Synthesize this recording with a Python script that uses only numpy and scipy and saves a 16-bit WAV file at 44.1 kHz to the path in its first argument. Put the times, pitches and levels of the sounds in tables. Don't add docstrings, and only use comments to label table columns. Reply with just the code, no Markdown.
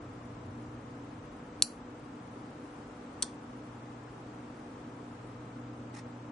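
import sys
import numpy as np
from scipy import signal
from scipy.fft import rfft, irfft
from scipy.io import wavfile
from scipy.ndimage import uniform_filter1d

SR = 44100
rng = np.random.default_rng(int(sys.argv[2]) if len(sys.argv) > 2 else 0)


def to_wav(sig):
    pcm = np.clip(np.atleast_2d(sig), -1, 1) * 32767
    pcm = np.round(pcm).astype(np.int16)
    wavfile.write(sys.argv[1], SR, pcm.T)


def boost(x):
    u = np.asarray(x, float) / 20
    return 10 ** u


N = 278271
T = np.arange(N) / SR


def level(x, db):
    return x * boost(db) / np.sqrt(np.mean(x ** 2))


def curve(rows, rise_s, fall_s):
    total = 0
    for s, db in rows:
        after = np.maximum(T - s, 0) / fall_s
        before = np.minimum(T - s, 0) / rise_s
        total = total + boost(db) * np.exp(-after - before ** 2)
    return total


def colour(x, points, share=1):
    hz, db = np.transpose(points)
    f = np.maximum(np.fft.rfftfreq(N, 1 / SR), 1)
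    gain_db = share * np.interp(np.log(f), np.log(hz), db)
    return irfft(rfft(x) * boost(gain_db), N)


def walk(rate):
    hold = int(SR / rate)
    steps = np.repeat(rng.standard_normal(N // hold + 1), hold)
    return 1.193 * uniform_filter1d(uniform_filter1d(steps, hold), hold)[:N]


def air():
    # pitch in Hz, level in dB per Hz.
    air_mid = [(88, -47.5), (150, -8), (208, -9.5), (240, -4), (272, -12), (303, -3), (326, -9.5),
               (494, -11), (521, -12.5), (581, -13.5), (1050, -17), (4080, -37.5), (8390, -41),
               (10200, -39), (11200, -40), (14600, -87), (22000, -120)]
    # pitch in Hz, level in dB per Hz.
    air_side = [(24, -35), (40, -35), (85, -28), (143, -21.5), (185, -18.5), (297, -7), (358, -2.5),
                (744, -6.5), (1040, 0.5), (1620, -10.5), (4360, -23), (8050, -25.5), (10400, -28.5),
                (11200, -42), (14600, -78), (22000, -120)]
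    # pitch in Hz, left minus right in dB.
    air_balance = [(60, 0.0), (110, 0.0), (190, 0.0), (340, 0.0), (610, 0.0), (1090, 5.0), (1960, 1.5),
                   (3500, 0.0), (6250, 0.5), (11200, 0.0)]
    mid = level(colour(rng.standard_normal(N), [(90, -51.5)] + air_mid), -50.5)
    side = level(colour(rng.standard_normal(N), air_side), -57)
    left = colour(mid + side, air_balance, share=0.55)
    right = colour(mid - side, air_balance, share=-0.5)
    return np.array([left, right]) * boost(0.36 * walk(1.2))


def rumble():
    # pitch in Hz, level in dB per Hz.
    rumble_colour = [(20, -19.5), (35, 2.5), (48, 9), (65, 7.5), (80, 6), (97, 15.5), (115, 9), (140, 12),
                     (180, -9.5), (240, -41)]
    leaving_db, leaving_s = 6, 1.5
    rumble_db = -59 + leaving_db * np.exp(-T / leaving_s) + 0.7 * walk(3)
    return level(colour(rng.standard_normal(N), rumble_colour), 0) * boost(rumble_db)


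def thuds():
    # moment in seconds, level in dB.
    knocks = [
        (.5, -48),
        (1.19, -55),
        (5.31, -61),
    ]
    thud_hz, thud_s = 95.9, 0.064
    return np.sqrt(2) * np.sin(2 * np.pi * thud_hz * T) * curve(knocks, thud_s, thud_s)


def duct():
    # pitch in Hz, width in Hz, level in dB.
    resonances = [(229.4, 13, -59), (268, 12, -58), (277, 3, -60), (1300, 120, -66.5)]
    out = np.zeros(N)
    for hz, width_hz, db in resonances:
        b, a = signal.iirpeak(hz, hz / width_hz, SR)
        out = out + level(signal.lfilter(b, a, rng.standard_normal(N)), db)
    return out


def beating(hums):
    first_hz = hums[0][0]
    out = np.zeros(N)
    for hz, db, s in hums:
        turns = first_hz * T + (hz - first_hz) * (T - s)
        out = out + np.sqrt(2) * boost(db) * np.sin(2 * np.pi * turns)
    return out


def transformers_and_blades():
    # pitch in Hz, level in dB, moment in step with the first in seconds.
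    mains_hums = [(120.019, -54.7, 0), (120.116, -58.2, 7.82), (120.587, -62.5, .509)]
    # pitch in Hz, level in dB, moment in step with
    # the first in seconds.
    upper_hums = [(244.353, -56.7, 0), (240.041, -63.6, .0186), (245.086, -66.3, .648)]
    return beating(mains_hums) + beating(upper_hums)


def tone(hz, wobble_db, drift_hz):
    loudness = boost(wobble_db * walk(3.88))
    turns = np.cumsum(hz + drift_hz * walk(2.5)) / SR
    return np.sqrt(2) * loudness * np.sin(2 * np.pi * turns)


def machine_tones():
    # pitch in Hz, level in dB, wobble in dB, drift in Hz.
    tones = [(300.04, -55.2, .3, .02), (838.5, -72, 2, .5), (490.16, -61.3, .3, .02), (737, -74, 2, .6)]
    return sum(boost(db) * tone(hz, wobble_db, drift_hz) for hz, db, wobble_db, drift_hz in tones)


def scrape():
    # moment in seconds, level in dB.
    catches = [
        (5.943, -54.5),
        (5.952, -54),
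        (5.969, -49),
        (5.990, -49.5),
    ]
    # pitch in Hz, level in dB per Hz.
    scrape_colour = [(410, -53.5), (700, -23.5), (759, -8), (881, 1.5), (1520, -11), (1860, -1.5),
                     (3280, -18), (3900, -12), (4600, -18), (5500, -11), (7610, -17.5), (8640, -16),
                     (10600, -23), (11000, -39), (14300, -62), (22000, -120)]
    grain_db = 1.4 * rng.exponential(size=N) + 1.1 * walk(400)
    shared, apart = rng.standard_normal((2, N)) * boost(grain_db)
    grains = shared + 0.58 * apart * np.array([[1], [-1]])
    return level(colour(grains, scrape_colour), 0) * curve(catches, rise_s=0.0058, fall_s=0.012)


def room(s, axis):
    # pitch in Hz, width in Hz, pull-in level in
    # dB, drop-out level in dB.
    tail = [(2750, 780, -57, -75), (3450, 450, -86, -51.5), (4420, 770, -42.5, -50.5),
            (5880, 1000, -45.5, -51), (7300, 830, -46.5, -53.5), (8700, 500, -48, -47),
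            (10300, 1100, -40.5, -66), (1480, 780, -59.5, -54), (5150, 500, -65, -60),
            (6660, 700, -75, -69), (8350, 550, -70, -53), (9500, 600, -72.5, -62)]
    room_t60_s, early_t60_s, early_db = 0.23, 0.054, 6
    onset_s, alike = 0.003, 0.49
    t = T[:SR // 2]
    shared, left, right = rng.standard_normal((3, len(t)))
    echoes = np.sqrt(alike) * shared + np.sqrt(1 - alike) * np.array([left, right])
    coloured = np.zeros((2, len(t)))
    for band in tail:
        hz, width_hz = band[:2]
        sos = signal.butter(4, [hz - width_hz / 2, hz + width_hz / 2], "band", fs=SR, output="sos")
        coloured += level(signal.sosfilt(sos, echoes), band[axis])
    walls = np.exp(-np.log(1000) * t / room_t60_s)
    bench = boost(early_db) * np.exp(-np.log(1000) * t / early_t60_s)
    start = int(s * SR)
    out = np.zeros((2, N))
    out[:, start:start + len(t)] = coloured * (1 - np.exp(-t / onset_s)) * (walls + bench)
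    return out


def strike(modes, bounces, axis):
    # pitch in Hz, left minus right in dB.
    port_balance = [(2000, -.5), (4400, -2.3), (6000, -2.6), (7300, .5), (7900, 2.5), (8660, 5),
                    (10000, 4.5), (11000, 2)]
    port_lag_s, contact_s = 26e-6, 0.00005
    modes = np.array(modes)
    hz, t60, mode_db = (modes[:, k, None] for k in (0, 1, axis))
    pan_db = np.interp(hz, *np.transpose(port_balance))
    scatter = rng.standard_normal((len(bounces), len(modes), 1))
    out = np.zeros((2, N))
    for (s, blow_db, bright_db), chance in zip(bounces, scatter):
        start = int(s * SR)
        gain_db = mode_db + blow_db + bright_db * np.log2(hz / 6000) + 1.29 * chance
        for ear, sign in enumerate((1, -1)):
            t = np.maximum(T[start:start + SR // 20] - s - ear * port_lag_s, 0)
            ring = np.sin(2 * np.pi * hz * t) * np.exp(-np.log(1000) * t / t60)
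            ring = ring * (1 - np.exp(-t / contact_s))
            out[ear, start:start + len(t)] += np.sum(boost(gain_db + sign * pan_db / 2) * ring, axis=0)
    return out


def relay(bounces, axis):
    # pitch in Hz, time to fade by 60 dB in seconds, pull-in level in dB, drop-out level in dB.
    case_modes = [(2680, .008, -25, -13), (3600, .008, -28, -3.5), (3838, 0.0091, -24, -26),
                  (4380, 0.012, 1.5, 5), (4600, 0.008, -9.5, -24), (5650, 0.0085, -8, -9),
                  (5883, 0.011, -7, 0.5), (7400, 0.0079, -5, -23), (7885, 0.01, -5, -3),
                  (8650, .010, -5.5, 0), (9300, .010, -19.5, -32), (9660, .010, -18, -35),
                  (9900, 0.0096, -10.5, -39), (10270, 0.0092, -8.5, -23), (10600, 0.0097, -9, -22)]
    # pitch in Hz, time to fade by 60 dB in seconds, pull-in level in dB, drop-out level in dB.
    board_modes = [(420, 0.027, -45.5, -35), (1040, 0.025, -33.5, -21), (1406, 0.018, -31.5, -24.5),
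                   (2047, 0.0099, -41.5, -24)]
    radiates_hz = 3340
    sos = signal.butter(2, radiates_hz, "high", fs=SR, output="sos")
    case = signal.sosfilt(sos, strike(case_modes, bounces, axis))
    return case + strike(board_modes, bounces, axis)


def scene():
    # moment in seconds, blow in dB, brightness in dB per octave.
    pull_in = [
        (1.6226, -8, 0),
        (1.6234, -22.5, 10.5),
        (1.6241, -20.5, 10),
        (1.6252, -25, 0.5),
        (1.6284, -35, -0.5),
        (1.6325, -42, 4),
    ]
    # moment in seconds, blow in dB, brightness in dB per octave.
    drop_out = [
        (3.2227, -47, -6),
        (3.2238, -25, 23),
        (3.2244, -24.5, -2),
        (3.2251, -39, -6),
        (3.2264, -29.5, 20),
        (3.2277, -23, 4.5),
        (3.2287, -31.5, 6),
        (3.2305, -39, -6),
        (3.2355, -47, -10.5),
    ]
    # moment in seconds, depth in dB.
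    ducks = [
        (1.63, -1.2),
        (3.23, -.4),
    ]
    duck_back_s = 0.25
    clicks = relay(pull_in, axis=2) + relay(drop_out, axis=3)
    tails = room(pull_in[0][0], axis=2) + room(drop_out[1][0], axis=3)
    hum = rumble() + thuds() + duct() + transformers_and_blades() + machine_tones()
    duck_db = sum(db * (T > s) * np.exp(-np.maximum(T - s, 0) / duck_back_s) for s, db in ducks)
    background = (air() + hum) * boost(uniform_filter1d(duck_db, size=441))
    return clicks + tails + scrape() + background


def camera_thinning(x, size=2048):
    # pitch in Hz, level against the band's usual level in dB.
    weakest_kept = [(1500, -8), (3300, -2.6), (4400, -1.3), (6000, -1.8), (8000, -.8), (9000, 1.4),
                    (10000, 2.6), (10800, 3.2), (10950, 9)]
    mask_db, mask_hz, attack_db = -7, 2000, 9
    hz, _, z = signal.stft(x, SR, "cosine", size)
    power = np.mean(abs(z) ** 2, axis=0)
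    band = uniform_filter1d(power, size=5, axis=0)
    usual = np.median(band, axis=1, keepdims=True)
    excess = np.maximum(power - 4 * usual, 0)
    masker = uniform_filter1d(excess, int(mask_hz * size / SR), axis=0) * boost(2 * mask_db)
    masker = masker * (hz > 1800)[:, None]
    quiet = usual * boost(2 * np.interp(hz, *np.transpose(weakest_kept)))[:, None]
    treble = power[hz > 3000].sum(axis=0)
    rise = treble > boost(2 * attack_db) * np.roll(treble, 1)
    first = rise & ~np.roll(rise, 1)
    attack = first | np.roll(first, 1)
    audible = (uniform_filter1d(power, size=7, axis=0) > masker) & (band > quiet)
    return signal.istft(z * (audible | attack), SR, "cosine", size)[1][:, :N]


def roll_off(x):
    return signal.sosfilt(signal.butter(12, 11770, fs=SR, output="sos"), x)


def record(dry):
    top_hz = 11950
    sos = signal.cheby2(14, 75, top_hz, fs=SR, output="sos")
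    mix = camera_thinning(signal.sosfilt(sos, dry))
    return roll_off(mix)


dry = scene()
out = record(dry)
to_wav(out)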